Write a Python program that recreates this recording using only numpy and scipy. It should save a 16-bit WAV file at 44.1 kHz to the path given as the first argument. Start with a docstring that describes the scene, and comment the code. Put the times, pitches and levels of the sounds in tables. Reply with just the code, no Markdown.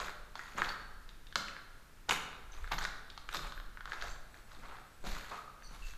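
"""Footsteps over broken tile and plaster in a large, empty stone hall, with air hiss and an uneven rumble.
From the start, struck resonances snap as fragments break, clumped grains grind and shoes thump.
Shards squeal in wavering tones from 0.4 s; decaying sine modes colour the loud break at 2.1 s.
A thin whine of two gated tones pulses from 4.3 to 5.1 s, and the grit turns finer at 4.6 s.
Decaying noise bands make the hall ring for about a second after the steps, snaps, grit and shards."""
import sys
import numpy as np
from scipy import signal
from scipy.fft import rfft, irfft, next_fast_len
from scipy.io import wavfile
from scipy.ndimage import uniform_filter1d

SR = 44100
rng = np.random.default_rng(int(sys.argv[2]) if len(sys.argv) > 2 else 0)


def persist_wave(psi):
    """Save psi, clipped to +-1, as 16-bit WAV."""
    counts = np.round(np.clip(psi, -1, 1) * 32767).astype(np.int16)
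    wavfile.write(sys.argv[1], SR, np.atleast_2d(counts).T)


N = 263277
TIME = np.arange(N) / SR

# The clearest snaps: breaking fragments and, after the snap at 1.36 s, likely wall echoes.
# Level is nominal, treble is relative to the body.
# Columns: start_s, level_db, treble_db, body_hz, edge_hz
CLEAR_SNAPS = [(.001, -32.5, -6.5, 1120, 3160), (.0832, -36.5, -27, 1520, 3380),
               (.355, -35.5, -7.5, 1000, 3400), (.3933, -35, -23, 1570, 4050),
               (.5832, -28, -30, 1360, 2530), (.5917, -32.5, -35, 1360, 2530),
               (.6193, -20.5, -35, 1400, 2730), (.691, -37, 3, 1600, 3700), (1.091, -47, 4, 1480, 3520),
               (1.2688, -50, 9, 1400, 3730), (1.357, -21, -2, 1290, 3630), (1.4832, -38.5, 5, 1530, 2250),
               (1.5658, -38.5, -32, 1490, 2680), (2.093, -25.5, 20, 1070, 3200),
               (2.1094, -21, 1, 1100, 2170), (2.161, -34, -6, 1620, 2380), (2.6433, -39.5, -28, 1380, 4520),
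               (2.6762, -41.5, -12, 1510, 3747), (2.7182, -30, -13, 1100, 3420),
               (2.721, -34, 3, 1430, 3700), (2.725, -38, -15, 1100, 3980), (2.783, -37, -5, 1450, 4190),
               (2.812, -35, -18, 1550, 2940), (2.851, -27, -7.5, 1500, 3600), (3.101, -44, 14, 1380, 3600),
               (3.177, -38, -3, 950, 3750), (3.2902, -33.5, -8, 1410, 2400), (3.3467, -30, -5, 1190, 3300),
               (3.3688, -34, 24, 1270, 3800), (3.3923, -36.5, -20, 1220, 3820),
               (3.5223, -38, -6, 1150, 3200), (3.5774, -41.5, -29, 1550, 3000),
               (3.6002, -41, -9, 1350, 3060), (3.7729, -39.5, -30, 1460, 2360),
               (3.8076, -37.5, -17, 1340, 2920), (3.8562, -35.5, -10.5, 1290, 2880),
               (3.8758, -40, -27, 1320, 3140), (3.9203, -30.5, -21, 1520, 2520),
               (3.9329, -36.5, -6, 1240, 3550), (4.0137, -41, 17, 1320, 3430), (4.023, -32, -8, 1490, 3700),
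               (4.3431, -46.5, -12, 1660, 3550), (4.5181, -49, -4, 1300, 4260),
               (5.6234, -47.5, -14, 1590, 2590)]
# Splintering relative to the first break [dB]; brighter breaks splinter more [dB per dB of treble].
SPLINTER_DB, SPLINTER_PER_TREBLE = -3, 0.17

# Random faint snaps around each step, mostly shortly after it: count, mean delay and its spread [s].
CRUMBS_PER_STEP, CRUMB_LAG_S, CRUMB_SPREAD_S = 4, 0.08, 0.09
# Mean level, treble and resonances, then the spread of each.
CRUMB_DB, CRUMB_TREBLE_DB, CRUMB_HZ, CRUMB_EDGE_HZ = -52.5, -13, 1440, 3100
CRUMB_SPREAD_DB, CRUMB_TREBLE_SPREAD_DB, CRUMB_SPREAD_OCT = 6.5, 5.5, 0.13

# A sole grinding grit; level holds before the pressure curve, whose sides have 1/e times rise and fall.
# Columns: peak_s, rise_s, fall_s, level_db, tilt_db_per_octave
GRINDING_SOLES = [(.004, .013, 0.1, -43.5, -1.5), (.37, 0.016, 0.36, -55.5, 0),
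                  (0.59, .018, 0.023, -37, -3), (.645, .032, 0.075, -42.5, -3),
                  (2.094, 0.0059, 0.0068, -32, -2), (2.117, .006, .02, -31.5, 0),
                  (2.551, 0.034, 0.35, -57.5, -.5), (2.724, 0.0095, 0.015, -32, -2),
                  (2.787, .0038, 0.0051, -35.5, 4), (2.835, .022, 0.02, -40, 1.5),
                  (3.348, 0.024, 0.022, -39.5, 2), (3.44, 0.023, .053, -48.5, 0.5),
                  (3.933, .05, 0.11, -49.5, -3), (4.03, 0.029, 0.074, -48, 0), (4.36, .019, 0.05, -58, -1),
                  (4.53, 0.043, 0.13, -59.5, -1), (4.65, 0.023, 0.18, -52, -5),
                  (5.07, 0.026, 0.082, -45.5, 2), (5.16, .069, 0.2, -51, 0),
                  (5.34, 0.023, 0.062, -52, -1.5), (5.743, 0.045, 0.079, -57, 0),
                  (5.891, 0.078, 0.041, -57.5, 5.5)]
# Ring of grit pinned under a sole, relative spectrum before tilt. Columns: pitch_hz, level_db_per_hz
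GRIT_SPECTRUM = [(350, -8.5), (600, -13), (900, -1.5), (1400, -1), (1750, -7.5), (2200, -6), (3000, -13),
                 (4100, -8), (5300, -20), (6900, -15), (8500, -27), (10000, -31), (12000, -25.5),
                 (14500, -40.5)]
# Coarse rubble gives way to fine dust further along the floor.
COARSE_GRAINS_PER_S, FINE_GRAINS_PER_S, DUST_FROM_S = 3000, 14000, 4.6

# The shoe's weight landing, nominal levels. Columns: start_s, heel_level_db, sole_level_db, sole_hz
FOOTFALLS = [(.002, -55, -46, 452), (.547, -47, -58, 500), (1.359, -49, -46.5, 510),
             (2.088, -45, -41.5, 493), (2.717, -46, -42.5, 790), (3.346, -49.5, -49, 380),
             (4.036, -58, -45.5, 666), (4.561, -55.5, -59, 785), (5.039, -45.5, -46, 476),
             (5.312, -61.5, -40.5, 786), (5.708, -56.5, -58, 590)]
HEEL_HZ, HEEL_FALL_S, SOLE_FALL_S = 142.4, 0.08, 0.045

# Shards skidding on tile, nominal levels; the swell peaks at a quarter of its time scale.
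# Columns: start_s, time_scale_s, pitch_hz, level_db
SKIDDING_SHARDS = [(0.396, 0.025, 1910, -49), (0.688, 0.0037, 4380, -35), (0.72, 0.0051, 4620, -51),
                   (2.519, 0.016, 6060, -56), (3.539, 0.031, 12400, -68), (4.109, 0.026, 4590, -59),
                   (4.098, 0.018, 7270, -57.5), (4.09, 0.016, 6260, -55), (5.323, 0.14, 1229, -49.5),
                   (5.626, 0.075, 4500, -59.5), (5.633, 0.052, 5990, -60.5), (5.641, 0.02, 8760, -66),
                   (5.725, 0.012, 11250, -66), (5.822, 0.046, 2670, -53.5)]

BREAK_RING_S = 2.1094
# Short pitched ring that colours the loud break at 2.1 s. Columns: pitch_hz, t60_s, peak_level_db
BREAK_RING_MODES = [(1649, .06, -40), (2309, .07, -35), (2380, .05, -37), (2584, .04, -42),
                    (2984, .04, -42), (3481, .05, -43), (3893, .06, -45)]

# Reverberation of the hall; reflected over direct energy, before the level sent to the hall.
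# Columns: centre_hz, t60_s, reflected_db
HALL_BANDS = [(79.5, 0.83, 5), (188, 0.91, 0), (610, 1.68, 0), (1060, 0.94, -3.5), (1446, 1.11, 1.5),
              (2000, 0.93, -1), (2800, 0.72, -0.5), (3980, 0.9, 0), (6500, 0.53, 0), (11900, 0.44, 5)]

# Uneven low rumble, before RUMBLE_GAIN_DB; the swell at 5.1 s belongs to a heel thump.
# Columns: time_s, level_db
RUMBLE_LEVEL = [(0.0, -51.5), (0.38, -60), (0.53, -52.5), (2.03, -63.5), (2.23, -50), (2.33, -62),
                (2.63, -43.5), (3.16, -58.5), (3.46, -47.5), (3.92, -57), (4.12, -45), (4.32, -62.5),
                (4.72, -51), (4.89, -70), (5.1, -42), (5.44, -64), (5.87, -47.5), (5.97, -53)]
# Relative spectrum of that rumble. Columns: frequency_hz, level_db_per_hz
RUMBLE_SPECTRUM = [(8, 0), (15, 2.5), (28, -0.5), (50, -11), (80, -26), (160, -50), (400, -68)]
RUMBLE_GAIN_DB = 5

# Relative spectrum of still air and microphone hiss. 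Columns: frequency_hz, level_db_per_hz
HISS_SPECTRUM = [(60, 3), (150, -1.5), (300, -7), (700, -13), (1400, -9), (3000, -17), (7000, -22),
                 (14500, -25.5)]
HISS_DB = -61
CUTOFF_HZ = 14700


def cracks(splinter_s=0.0031, body_width_hz=600, body_db=-1.5, edge_db=-0.98, thump_db=-14,
           fracture_hz=2700, fracture_db=-7, chip_hz=7000, chip_db=-11, dust_hz=11800, dust_db=-29):
    """Impulse response: a sharp break and a little splintering excite damped body and edge resonances."""
    out, t = np.zeros(N), TIME[:SR // 40]
    for start_s, level_db, treble_db, body_hz, edge_hz in list(CLEAR_SNAPS) + crumbs():
        splinter_db = SPLINTER_DB + SPLINTER_PER_TREBLE * treble_db
        splinter_swell = t / splinter_s * np.exp(-2 * t / splinter_s)
        splinters = rng.standard_normal(len(t)) * splinter_swell
        force = from_db(splinter_db) * splinters / np.linalg.norm(splinters)
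        force[0] = 1  # the first break

        body = resonate(resonate(force, body_hz, body_width_hz), body_hz, 820)
        body += from_db(thump_db) * lowpass(resonate(force, 570, 640), 640)

        ring = resonate(resonate(force, edge_hz, edge_hz / 2), edge_hz, edge_hz)
        fracture = from_db(fracture_db) * resonate(resonate(force, fracture_hz, 1600), fracture_hz, 2300)
        chip = from_db(chip_db) * resonate(force, chip_hz, 1670)
        # neighbouring modes swing in opposite senses
        edge = lowpass(ring - fracture - chip, 6900)
        edge += from_db(dust_db) * resonate(force, dust_hz, 2300)
        # a gentle break is less sharp
        edge = lowpass(edge, np.interp(level_db, [-40, -22], [4500, 14000]))

        edge_share = 1 / (1 + from_db(-treble_db) ** 2)  # share of energy
        snap = from_db(body_db) * np.sqrt(1 - edge_share) * rms_one(body)
        snap += from_db(edge_db) * np.sqrt(edge_share) * rms_one(edge)
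        # refer the energy to a nominal snap of 2.4 ms
        add(out, start_s, from_db(level_db) * snap * np.sqrt(0.0024 / t[-1]))
    return out


def crumbs():
    """Size scaling: faint snaps scattered around each step, where a smaller crumb rings higher."""
    steps_s = np.repeat(np.array(FOOTFALLS)[:, 0], int(round(CRUMBS_PER_STEP)))
    when, level, treble, smallness = rng.standard_normal((len(steps_s), 4)).T
    pitch = 2 ** (CRUMB_SPREAD_OCT * smallness)
    rows = np.transpose([
        steps_s + CRUMB_LAG_S + CRUMB_SPREAD_S * when,
        CRUMB_DB + CRUMB_SPREAD_DB * level,
        CRUMB_TREBLE_DB + CRUMB_TREBLE_SPREAD_DB * treble,
        CRUMB_HZ * pitch,
        CRUMB_EDGE_HZ * pitch,
    ])
    return [row for row in rows if 0 < row[0] < TIME[-1]]


def grit(size_db=2.5, relative_width=0.27, clump_db=3.0, count=26):
    """Granular friction: random grain bursts, clumped in level, each ring a brief resonance."""
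    out, t = np.zeros(N), TIME[:SR // 2]
    pitches = np.geomspace(350, 14000, count)
    for peak_s, rise_s, fall_s, level_db, tilt_db in GRINDING_SOLES:
        grains_per_s = COARSE_GRAINS_PER_S if peak_s < DUST_FROM_S else FINE_GRAINS_PER_S
        start_s = max(0, peak_s - 2 * rise_s)
        from_peak = t + start_s - peak_s
        pressure = np.exp(-(from_peak / np.where(t + start_s < peak_s, rise_s, fall_s)) ** 2)
        clumps = from_db(clump_db * wander(len(t), SR // 250))
        tilt = tilt_db * np.log2(np.clip(pitches, 900, 6000))
        # the root turns level per Hz into level per resonance
        gains = from_db(at_hz(GRIT_SPECTRUM, pitches) + tilt) * np.sqrt(pitches)
        crunch = 0
        for hz, gain in zip(pitches, gains):
            sizes = from_db(size_db * np.minimum(rng.exponential(1, len(t)), 3))
            sizes = sizes * rng.choice([-1, 1], len(t))
            struck = rng.random(len(t)) < grains_per_s / count / SR
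            bursts = sizes * clumps * struck
            width_hz = relative_width * np.sqrt(hz * 2000)
            crunch = crunch + gain * rms_one(resonate(resonate(bursts, hz, width_hz), hz, width_hz))
        add(out, start_s, from_db(level_db) * rms_one(crunch) * pressure)
    return out


def thuds(relative_width=1.19, rise_s=0.00064):
    """Damped impact: each step gives two short noise bursts, a low heel thump and a soft sole slap."""
    out, t = np.zeros(N), TIME[:SR // 3]
    for start_s, heel_db, sole_db, sole_hz in FOOTFALLS:
        for level_db, hz, fall_s in (heel_db, HEEL_HZ, HEEL_FALL_S), (sole_db, sole_hz, SOLE_FALL_S):
            width_hz = hz * relative_width
            push = resonate(resonate(rng.standard_normal(len(t)), hz, width_hz), hz, width_hz)
            swell = (1 - np.exp(-t / rise_s)) * np.exp(-t / fall_s)
            add(out, start_s, from_db(level_db) * rms_one(push * swell) * np.std(swell))
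    return out


def squeals(jitter=0.029, sag_per_s=0.068, rough_db=6):
    """Stick-slip friction: a dragged shard sings a wavering, rough tone that sinks a little in pitch."""
    out, t = np.zeros(N), TIME[:SR // 4]
    for start_s, time_scale_s, hz, level_db in SKIDDING_SHARDS:
        pitch_hz = hz * (1 - sag_per_s * t + jitter * wander(len(t), SR // 500))
        roughness = from_db(rough_db * wander(len(t), SR // 150))
        tone = np.sin(2 * np.pi * np.cumsum(pitch_hz) / SR) * roughness
        swell = np.sqrt(t / time_scale_s) * np.exp(1 - 2 * t / time_scale_s)
        add(out, start_s, from_db(level_db) * rms_one(tone * swell) * np.sqrt(np.mean(swell ** 2)))
    return out


def break_ring():
    """Modal decay: exponentially decaying sine modes give the loud break a short pitched ring."""
    out, t = np.zeros(N), TIME[:SR // 3]
    for hz, t60_s, level_db in BREAK_RING_MODES:
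        decay = np.exp(-np.log(1000) * t / t60_s)
        mode = np.sin(2 * np.pi * (hz * t + rng.random()))
        add(out, BREAK_RING_S, from_db(level_db) * decay * mode)
    return out


def hall(x, build_s=0.0057, early_db=3, early_s=0.041, lumpy_db=0.5):
    """Reverberation: convolution with noise that builds quickly, then decays at its own rate in each band."""
    t = TIME[:2 * SR]
    hz = np.fft.rfftfreq(len(t), 1 / SR)
    lumps = from_db(lumpy_db * rng.standard_normal(len(t)))
    reflections = rfft(rng.standard_normal(len(t)) * lumps)
    # near walls answer first, a little stronger
    onset = (1 - np.exp(-(t / build_s) ** 2)) * from_db(early_db * np.exp(-t / early_s))
    response = np.zeros(len(t))
    for centre_hz in 62.5 * 2 ** np.arange(0, 8.6, 0.5):
        # triangular bands half an octave apart
        band = np.maximum(0, 1 - 2 * np.abs(np.log2((hz + 1e-9) / centre_hz)))
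        decay = onset * from_db(-60 * t / at_hz(HALL_BANDS, centre_hz))
        decay *= from_db(at_hz(HALL_BANDS, centre_hz, axis=2)) / np.sqrt(np.sum(decay ** 2))
        response += irfft(reflections * band) * decay
    return signal.fftconvolve(x, response / np.std(irfft(reflections)))[:N]


def whine(pitch_hz=7800, upper_hz=9109, level_db=-77, upper_db=-7):
    """Amplitude gating: two faint, high sine tones pulse on and off with softened edges."""
    start_s, end_s, period_s = 4.31, 5.06, 0.0688
    first_half = (TIME - start_s) / period_s % 1 < 0.5
    on = (TIME > start_s) & (TIME < end_s) & first_half
    tone = np.sin(2 * np.pi * pitch_hz * TIME)
    tone += from_db(upper_db) * np.sin(2 * np.pi * upper_hz * TIME)
    # the root of two brings the lower tone to rms 1
    return from_db(level_db) * np.sqrt(2) * tone * uniform_filter1d(on * 1.0, SR // 150)


def uneven_rumble():
    """Amplitude modulation: low noise swells and sinks along a level curve."""
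    level_db = np.interp(TIME, *np.transpose(RUMBLE_LEVEL))
    return from_db(level_db + RUMBLE_GAIN_DB) * coloured_noise(RUMBLE_SPECTRUM)


def air_hiss():
    """Stationary random noise: still air and microphone hiss share one steady spectrum."""
    return from_db(HISS_DB) * coloured_noise(HISS_SPECTRUM)


def from_db(db):
    """Decibel law: level to amplitude ratio."""
    return 10 ** (np.asarray(db) / 20)


def rms_one(x):
    """Normalisation to unit rms."""
    return x / np.sqrt(np.mean(x ** 2) + 1e-20)


def at_hz(points, hz, axis=1):
    """Linear interpolation of a table column on a log-frequency axis."""
    points = np.array(points)
    return np.interp(np.log(hz + 1e-9), np.log(points[:, 0]), points[:, axis])


def coloured_noise(spectrum):
    """Spectral shaping: white noise filtered to the given spectrum; rms 1."""
    size = next_fast_len(N)
    hz = np.fft.rfftfreq(size, 1 / SR)
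    white = rfft(rng.standard_normal(size))
    return rms_one(irfft(white * from_db(at_hz(spectrum, hz)), size)[:N])


def wander(length, size):
    """Smoothed random motion that changes over about size samples; rms 1."""
    return rms_one(uniform_filter1d(rng.standard_normal(length), size, mode="wrap"))


def resonate(x, hz, width_hz):
    """Damped resonance: a two-pole filter with about unit gain at its peak."""
    r = np.exp(-np.pi * width_hz / SR)
    zeros = np.array([1, 0, -1]) * (1 - r * r) / 2
    poles = [1, -2 * r * np.cos(2 * np.pi * hz / SR), r * r]
    return signal.lfilter(zeros, poles, x + 1e-18)


def lowpass(x, hz):
    """Second-order Butterworth attenuation above hz."""
    return signal.sosfilt(signal.butter(2, min(hz, 0.45 * SR), fs=SR, output="sos"), x)


def add(out, start_s, sound):
    """Superposition: lays a sound into the track at its start time."""
    start = max(0, int(start_s * SR))
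    out[start:start + len(sound)] += sound[:N - start]


def scene():
    """Superposition of direct sounds, their reverberation and the background."""
    snaps, crunch, weight = cracks(), grit(), thuds()
    tones = squeals() + break_ring()
    to_hall = from_db(-2.5) * snaps + from_db(-5.0) * crunch
    to_hall += from_db(-3.0) * weight + from_db(-3.0) * tones
    direct = snaps + crunch + weight + tones
    background = whine() + uneven_rumble() + air_hiss()
    return (direct + hall(to_hall) + background)[None]


def record(dry):
    """Band limitation: a steep elliptic low-pass cuts the top."""
    return signal.sosfilt(signal.ellip(10, 0.1, 80, CUTOFF_HZ, fs=SR, output="sos"), dry)


dry = scene()
out = record(dry)
persist_wave(out)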